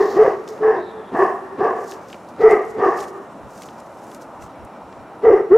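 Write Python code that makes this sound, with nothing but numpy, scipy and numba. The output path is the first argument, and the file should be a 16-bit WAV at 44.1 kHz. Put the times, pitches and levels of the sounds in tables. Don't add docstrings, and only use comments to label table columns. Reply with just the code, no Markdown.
import sys
import numpy as np
from scipy import signal
from scipy.io import wavfile
from scipy.ndimage import uniform_filter1d, minimum_filter1d
from numba import njit

SR = 44100
rng = np.random.default_rng(int(sys.argv[2]) if len(sys.argv) > 2 else 0)


def ratio_of_db(decibels):
    return 10 ** (np.asarray(decibels, float) / 20)


def digitize_waveform(pressure):
    field = np.atleast_2d(pressure).T
    bounded = np.clip(field, -1, 1)
    quanta = np.round(bounded * 32767).astype(np.int16)
    wavfile.write(sys.argv[1], SR, quanta)


N = 245809

# start t/s, length/s, first pitch f/Hz, last pitch f/Hz, level/dB
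CLEAN_STRETCHES = [(.168, .012, 358, 390, -13), (.192, .038, 428, 437, -6.5), (.612, .008, 425, 428, -21),
                   (.625, .018, 430, 434, -16), (.648, .023, 437, 438, -11), (.68, .03, 436, 435, -10.5),
                   (2.406, .016, 420, 490, -17), (2.441, .016, 419, 447, -4), (2.459, .021, 446, 430, -3.5),
                   (5.24, .016, 420, 495, -12.5), (5.268, .005, 446, 446, -5),
                   (5.282, .011, 436, 438, -4.5), (5.51, .004, 356, 358, -12), (5.52, .015, 364, 411, -5),
                   (5.537, .023, 416, 455, -4.5), (5.565, .004, 470, 480, -11)]
# throat opens t/s, level/dB, swell length/s, level after swell/dB, fall/(dB/s)
HOARSE_BARKS = [(-.06, -18.5, 0.12, -26, 66), (0.17, -22.5, 0.084, -17.5, 117), (0.634, -24, .06, -22, 41),
                (1.152, -22, 0.068, -15.5, 106), (1.606, -23, 0.053, -18, 87),
                (2.421, -23.5, 0.098, -16.5, 117), (2.804, -23, .05, -15.5, 96.5),
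                (5.251, -22, 0.088, -21, 121), (5.519, -28, 0.049, -27, 112)]


def rms_one(x):
    return x / np.sqrt(np.mean(x ** 2) + 1e-20)


def band(x, edges_hz, kind="band", order=2):
    return signal.sosfilt(signal.butter(order, edges_hz, kind, fs=SR, output="sos"), x)


def in_time(tables, fade_s=0.01):
    t = np.arange(N) / SR
    rows = np.concatenate(tables)
    gate = sum(np.clip(np.minimum(t - r[0][0], r[-1][0] - t) / fade_s + 1, 0, 1) for r in tables)
    return np.minimum(gate, 1), [np.interp(t, rows[:, 0], column) for column in rows.T[1:]]


def at_hz(points, hz):
    table_hz, value = np.transpose(points)
    return np.interp(np.log(hz), np.log(table_hz), value)


def drift(rate_hz):
    r = np.exp(-80 * np.pi * rate_hz / SR)
    slow = signal.lfilter([1], [1, -2 * r, r * r], rng.standard_normal(N // 40 + 2002))[2000:]
    return np.interp(np.arange(N) / 40, np.arange(len(slow)), rms_one(slow))


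@njit
def moving_peak(x, hz, width_hz, sr):
    y = np.zeros(len(x))
    for i in range(2, len(x)):
        r = np.exp(-np.pi * width_hz[i] / sr)
        drive = (1 - r * r) / 2 * (x[i] - x[i - 2])
        y[i] = drive + 2 * r * np.cos(2 * np.pi * hz[i] / sr) * y[i - 1] - r * r * y[i - 2]
    return y


def peak(x, hz, width_hz):
    hz, width_hz = hz + np.zeros(N), width_hz + np.zeros(N)
    return rms_one(moving_peak(moving_peak(x, hz, width_hz, SR), hz, width_hz, SR))


def evened(x):
    power = uniform_filter1d(x ** 2, size=SR // 30)
    return rms_one(x / (power + .02) ** .35)


def effort_db(rows):
    t = np.arange(N) / SR
    return np.max([np.interp(t, [s - 1, s, end, end + 1], [db - rise, db, end_db, end_db - fall],
                             left=-300, right=-300)
                   for s, db, end, end_db, rise, fall in rows], axis=0)


def traffic(patchy_db):
    # f/Hz, density/(dB per Hz)
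    spectrum = [(25, -23), (60, -8.5), (130, -2.5), (250, 5), (400, -0.5), (700, 5.5), (1200, -3.5),
                (1700, -16), (2100, -20), (3000, -24.5), (4500, -32), (8000, -31.5), (12000, -40.5),
                (15500, -47)]
    # f/Hz, left-right likeness/1
    likeness = [(60, 0.59), (130, 0.94), (250, 0.99), (700, .99), (1700, 0.96), (3000, 0.77), (5000, 0.7),
                (12000, 0.62)]
    level_db = -38.5
    out, edges_hz = 0, 22 * 2 ** np.arange(0, 9.6, .5)
    white = rng.standard_normal((2, 2, N))
    for k, (low, high) in enumerate(zip(edges_hz, edges_hz[1:])):
        mid, side = band(white[k % 2], [low, high])
        hz = np.sqrt(low * high)
        alike = np.clip(at_hz(likeness, hz), 0, 1)
        gain = ratio_of_db(at_hz(spectrum, hz) + patchy_db * drift(3))
        out = out + gain * (np.sqrt(1 + alike) * mid + np.sqrt(1 - alike) * side * [[1], [-1]])
    return ratio_of_db(level_db) * rms_one(out)


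def insects():
    # f/Hz, width/Hz, level/dB
    notes = [(2270, 15, -72), (2380, 18, -69), (11020, 150, -79.5)]
    cricket_hz, cricket_db, chirps_per_s = 5562, -71, 13
    t = np.arange(N) / SR
    chirps = np.clip(2 * (.3 + np.sin(2 * np.pi * chirps_per_s * (t - .058))), 0, 1)
    out = ratio_of_db(cricket_db + 2.5 * drift(2.5)) * chirps * np.sin(2 * np.pi * cricket_hz * t)
    for hz, width_hz, db in notes:
        out += ratio_of_db(db + 2.4 * drift(4.2)) * peak(rng.standard_normal(N), hz, width_hz)
    return out


def wind():
    # t/s, level/dB
    puffs = [(1.7, -64), (2.68, -45), (3.0, -50), (3.45, -45), (4.43, -43.5), (4.63, -43.5), (5.0, -48)]
    t = np.arange(N) / SR
    lumps = sum(ratio_of_db(db) * np.exp(-((t - s) / 0.04) ** 2) for s, db in puffs)
    mid, side = band(rng.standard_normal((2, N)), [50, 130])
    return lumps * rms_one(np.array([mid + 1.1 * side, mid - 0.66 * side]))


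def scrape():
    # t/s, centre f/Hz, level/dB
    slides = [
        [(.77, 3600, -61), (.83, 3880, -55.5), (.9, 3700, -52), (.97, 3500, -63), (1.1, 3460, -59)],
    ]
    gate, (hz, level_db) = in_time(slides, fade_s=0.024)
    return gate * ratio_of_db(level_db + 1.4 * drift(30)) * peak(rng.standard_normal(N), hz, 500)


def rustle():
    clumps = [(0.101, -43.5, 25, 59, 4460), (.488, -47.5, 683, 124, 5100), (1.17, -57.5, 499, 41, 6970),
              (1.82, -57, 500, 22.5, 5980), (1.917, -44.5, 116, 232, 5500), (2.128, -51, 154, 279, 5460),
              (2.29, -54.5, 800, 328, 5310), (2.42, -47.5, 500, 299.5, 4220),
              (2.51, -49.5, 206, 155.5, 6180), (2.7, -55.5, 76.5, 143, 6050), (2.86, -54, 395, 36, 4600),
              (3.008, -38, 297.5, 282, 5700), (3.085, -47.5, 900, 500, 6060), (3.51, -58.5, 500, 15, 6200),
              (3.62, -49, 120, 99, 5940), (3.8, -54.5, 148, 230, 5400), (4.039, -62, 500, 28.5, 6420),
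              (4.16, -55, 40, 392, 6280), (4.221, -50, 695, 550, 5860), (4.425, -52, 600, 203, 6160)]
    grains_per_s, hiss_db = 14000, -12
    level_db = effort_db([(s, db, s + 1 / SR, db, rise, fall) for s, db, rise, fall, _ in clumps])
    hz, = in_time([[(row[0], row[-1]) for row in clumps]])[1]
    born = rng.random((2, N)) < grains_per_s * ratio_of_db(3.5 * drift(40)) / SR
    size = ratio_of_db(2.8 * rng.exponential(1, (2, N)))
    mid, side = born * size * rng.choice([-1, 1], (2, N))
    grains = np.array([mid + 0.2 * side, mid - 0.21 * side])
    hump = np.array([peak(g, hz, 0.93 * hz) for g in grains])
    hiss = band(grains, [8000, 13000])
    return ratio_of_db(level_db) * (hump + ratio_of_db(hiss_db) * rms_one(hiss))


def ticks():
    # t/s, peak level/dB, centre f/Hz, body level/dB
    snaps = [(0.233, -30.5, 5320, -33), (0.4767, -25.5, 5230, -34.5), (0.577, -54, 3510, -40),
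             (1.92, -26.5, 3500, -23.5), (1.94, -50, 6130, -37), (2.1, -40.5, 5500, -34.5),
             (2.1287, -34.5, 5550, -23), (2.1424, -45, 6440, -29.5), (2.287, -38, 5490, -57),
             (2.5096, -24.5, 6160, -26.5), (2.9883, -38, 6470, -25), (3.0037, -27, 5980, -28),
             (3.0275, -32.5, 6670, -33), (3.039, -35, 6470, -29), (3.0818, -30, 5420, -49.5),
             (3.5766, -33, 6460, -43.5), (3.6192, -26, 6330, -29), (3.634, -33.5, 4440, -34),
             (3.687, -39, 3720, -31), (3.801, -32, 6900, -51), (4.1151, -33.5, 6340, -38),
             (4.146, -26, 6530, -37), (4.23, -48.5, 5840, -62), (4.4226, -40.5, 6750, -37),
             (4.4628, -51.5, 7000, -43), (4.6483, -36.5, 8350, -62), (4.9263, -44, 5450, -37.5),
             (5.201, -61.5, 3610, -56)]
    rise_s, decay_s, pan_db = 0.00036, .0036, 0.5
    out, t = np.zeros((2, N)), np.arange(1200) / SR
    pan = ratio_of_db(np.array([[pan_db / 2], [-pan_db / 2]]))
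    for s, db, hz, body_db in snaps:
        envelope = np.exp(-t / decay_s) * (1 - np.exp(-t / rise_s))
        snap = rng.standard_normal((2, 1200)) * envelope
        bright = band(snap[0], [.6 * hz, min(1.5 * hz, .45 * SR)])
        body = band(snap[1], [1300, 3300])
        both = ratio_of_db(db - 8.5) * bright / np.abs(bright).max() + ratio_of_db(body_db - 3.5) * body / np.abs(body).max()
        i = round(s * SR)
        out[:, i:i + 1200] += both * pan
    return out


def yard(x):
    fence_delays_s = [.07, .12, .225, .31]
    fence_db = [-24, -33, -27.5, -25]
    tail_db, t60_s, onset_s = -14, .7, 0.0067
    smear_s, side_gain, cut_hz = 0.019, .6, 5200
    t = np.arange(round(1.2 * SR)) / SR
    unit_energy = np.sqrt(2 * np.log(1000) / t60_s / SR)
    shape = ratio_of_db(tail_db - 60 * t / t60_s) * np.minimum(1, t / onset_s) * unit_energy
    for delay, db in zip(fence_delays_s, fence_db):
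        shape = shape + ratio_of_db(db) * np.exp(-((t - delay) / smear_s) ** 2) / np.sqrt(smear_s * SR)
    mid, side = rng.standard_normal((2, len(t))) * shape
    side = side_gain * band(side, 900, "high")
    answer = band([mid + side, mid - side], cut_hz, "low")
    return signal.fftconvolve(x[None], answer, axes=1)[:, :N]


def grunt():
    hz, width_hz, level_db, lead_s, length_s = 250, 440, -9, 0.0099, 0.022
    t = np.arange(N) / SR
    push = sum(ratio_of_db(end_db + level_db) * np.exp(-((t - s + lead_s) / length_s) ** 2)
               for s, _, _, end_db, _ in HOARSE_BARKS)
    return push * evened(peak(rng.standard_normal(N), hz, width_hz))


def tone_db():
    rise_db_per_s, fall_db_per_s = 1797.5, 1802
    return effort_db([(s, db, s + length, db, rise_db_per_s, fall_db_per_s)
                      for s, length, _, _, db in CLEAN_STRETCHES])


def clean_voice():
    # multiple/1, level/dB
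    overtones = [(2, -34), (3, -25), (5, -46), (7, -56)]
    # t/s, pitch f/Hz, level/dB, half length/s
    throbs = [(0.014, 409, -8, 0.0084), (0.057, 398, -19, 0.032), (0.253, 533, -15, 0.012),
              (0.28, 444, -8.5, 0.003), (1.184, 375, -19, 0.0034), (1.199, 374, -13, 0.012),
              (1.23, 388, -10, 0.0079), (1.262, 368, -16.5, 0.01), (1.617, 385, -12.5, 0.007),
              (1.63, 387, -17.5, 0.0014), (1.656, 430, -15, 0.0062), (1.69, 415, -17.5, .008),
              (2.534, 410, -9, 0.0047), (2.571, 417, -17, 0.0038), (2.835, 408, -14, 0.015),
              (2.866, 393, -11, 0.0046), (2.886, 393, -9, 0.0064), (5.305, 467, -1, 0.0028),
              (5.314, 446, -9.5, 0.0047), (5.341, 415, -5.5, 0.0067)]
    glides = []
    for s, length, first_hz, last_hz, _ in CLEAN_STRETCHES:
        glides += [(s, first_hz), (s + length, last_hz)]
    hz, = in_time([glides])[1]
    phase = 2 * np.pi * np.cumsum(hz) / SR
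    wave = np.sin(phase) + sum(ratio_of_db(db + 0.93 * drift(67)) * np.sin(k * phase) for k, db in overtones)
    out, t = np.sqrt(2) * ratio_of_db(tone_db()) * wave, np.arange(N) / SR
    for s, throb_hz, db, half_s in throbs:
        swell = np.exp(-((t - s) / half_s) ** 2)
        out += np.sqrt(2) * ratio_of_db(db) * swell * np.sin(2 * np.pi * throb_hz * (t - s))
    return out


def bark_db():
    lengths_s = [.21, .18, .17, .24, .24, .22, .26, .16, .2]
    rise_db_per_s, shut_db_per_s = 889.5, 496.5
    t, levels = np.arange(N) / SR, []
    for (s, db, swell, end_db, fall), length in zip(HOARSE_BARKS, lengths_s):
        effort = effort_db([(s, db, s + swell, end_db, rise_db_per_s, fall)])
        levels.append(effort - shut_db_per_s * np.maximum(0, t - s - length))
    return np.max(levels, axis=0)


def hoarse_voice():
    # high mouth f/Hz, top f/Hz, then chest, high mouth, top level/dB above the low mouth band
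    mouth_shapes = [(1120, 1776, 4.5, 0, -8.5), (1200, 1950, -1, -6, -16), (1060, 1700, 2.5, -5.5, -8),
                    (1088, 1760, -5, 1.5, -11), (1125, 1670, -1, -3, -14), (1250, 1984, 4, -6, -8),
                    (1155, 1744, -3.1, -1, -12), (1215, 1936, 10, -8.5, -12), (1400, 1823, 4, -5.5, -10.5)]
    # f/Hz, width/Hz, level/dB
    side_resonances = [(234, 624, -11), (580, 320, -5), (905, 100, -12.5), (1572, 260, -13),
                       (2143, 150, -34)]
    # f/Hz, width/Hz, level/dB above the mouth band
    teeth = [(2500, 660, -25), (5160, 2000, -32), (8500, 1800, -43.5)]
    pulse_hz, jitter, breathy, rasp_db = 380.4, .3, 0.7, -5
    chest_hz, chest_width_hz, low_hz, mouth_width_hz = 415, 123, 715, 146
    top_width_hz, lip_cut_hz = 247, 2197
    shapes = [(bark[0] + bark[2], *shape) for bark, shape in zip(HOARSE_BARKS, mouth_shapes)]
    high_hz, top_hz, chest_db, high_db, top_db = in_time([shapes])[1]

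    cycles = np.cumsum(pulse_hz * np.exp(jitter * drift(120))) / SR
    pulses = np.diff(np.floor(cycles), prepend=0) * ratio_of_db(0.64 * drift(76))
    air = rng.standard_normal(N) * (1 + np.cos(2 * np.pi * cycles)) * ratio_of_db(1.2 * drift(45))
    folds = rms_one(pulses) + breathy * rms_one(air)

    sway = 1 + 0.028 * drift(14.7)
    chest = evened(peak(folds, chest_hz * sway, chest_width_hz))
    chest = chest * (1 - .85 * np.minimum(1, ratio_of_db(tone_db() + 26)))
    mouth = peak(folds, low_hz * sway, mouth_width_hz)
    mouth = mouth - ratio_of_db(high_db) * peak(folds, high_hz * sway, mouth_width_hz)
    mouth = evened(mouth + sum(ratio_of_db(db) * peak(air, hz, width) for hz, width, db in side_resonances))
    top = ratio_of_db(top_db) * peak(folds, top_hz, top_width_hz)
    voiced = band(ratio_of_db(np.minimum(chest_db, 9)) * chest + mouth + top, lip_cut_hz, "low", order=6)
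    rasp = ratio_of_db(rasp_db) * sum(ratio_of_db(db) * peak(air, hz, width) for hz, width, db in teeth)
    return ratio_of_db(bark_db()) * (voiced + rasp)


def scene():
    background = traffic(patchy_db=1.0) + insects()
    near = wind() + scrape() + rustle() + ticks()
    dog = hoarse_voice() + clean_voice()
    pan = ratio_of_db(np.array([[.12], [-.12]]))
    return background + near + yard(dog) + grunt() + dog * pan


def low_pass(x):
    return signal.sosfilt(signal.butter(12, 15830, fs=SR, output="sos"), x)


def record(dry):
    lopsided, ceiling, hold_s = 0.082, .94, .006
    x = band(dry + lopsided * dry ** 2, 25, "high", order=1)
    hold = round(hold_s * SR)
    gain = np.minimum(1, ceiling / (np.abs(x).max(axis=0) + 1e-9))
    gain = uniform_filter1d(minimum_filter1d(gain, size=hold), size=hold // 2)
    return low_pass(x * gain)


dry = scene()
out = record(dry)
digitize_waveform(out)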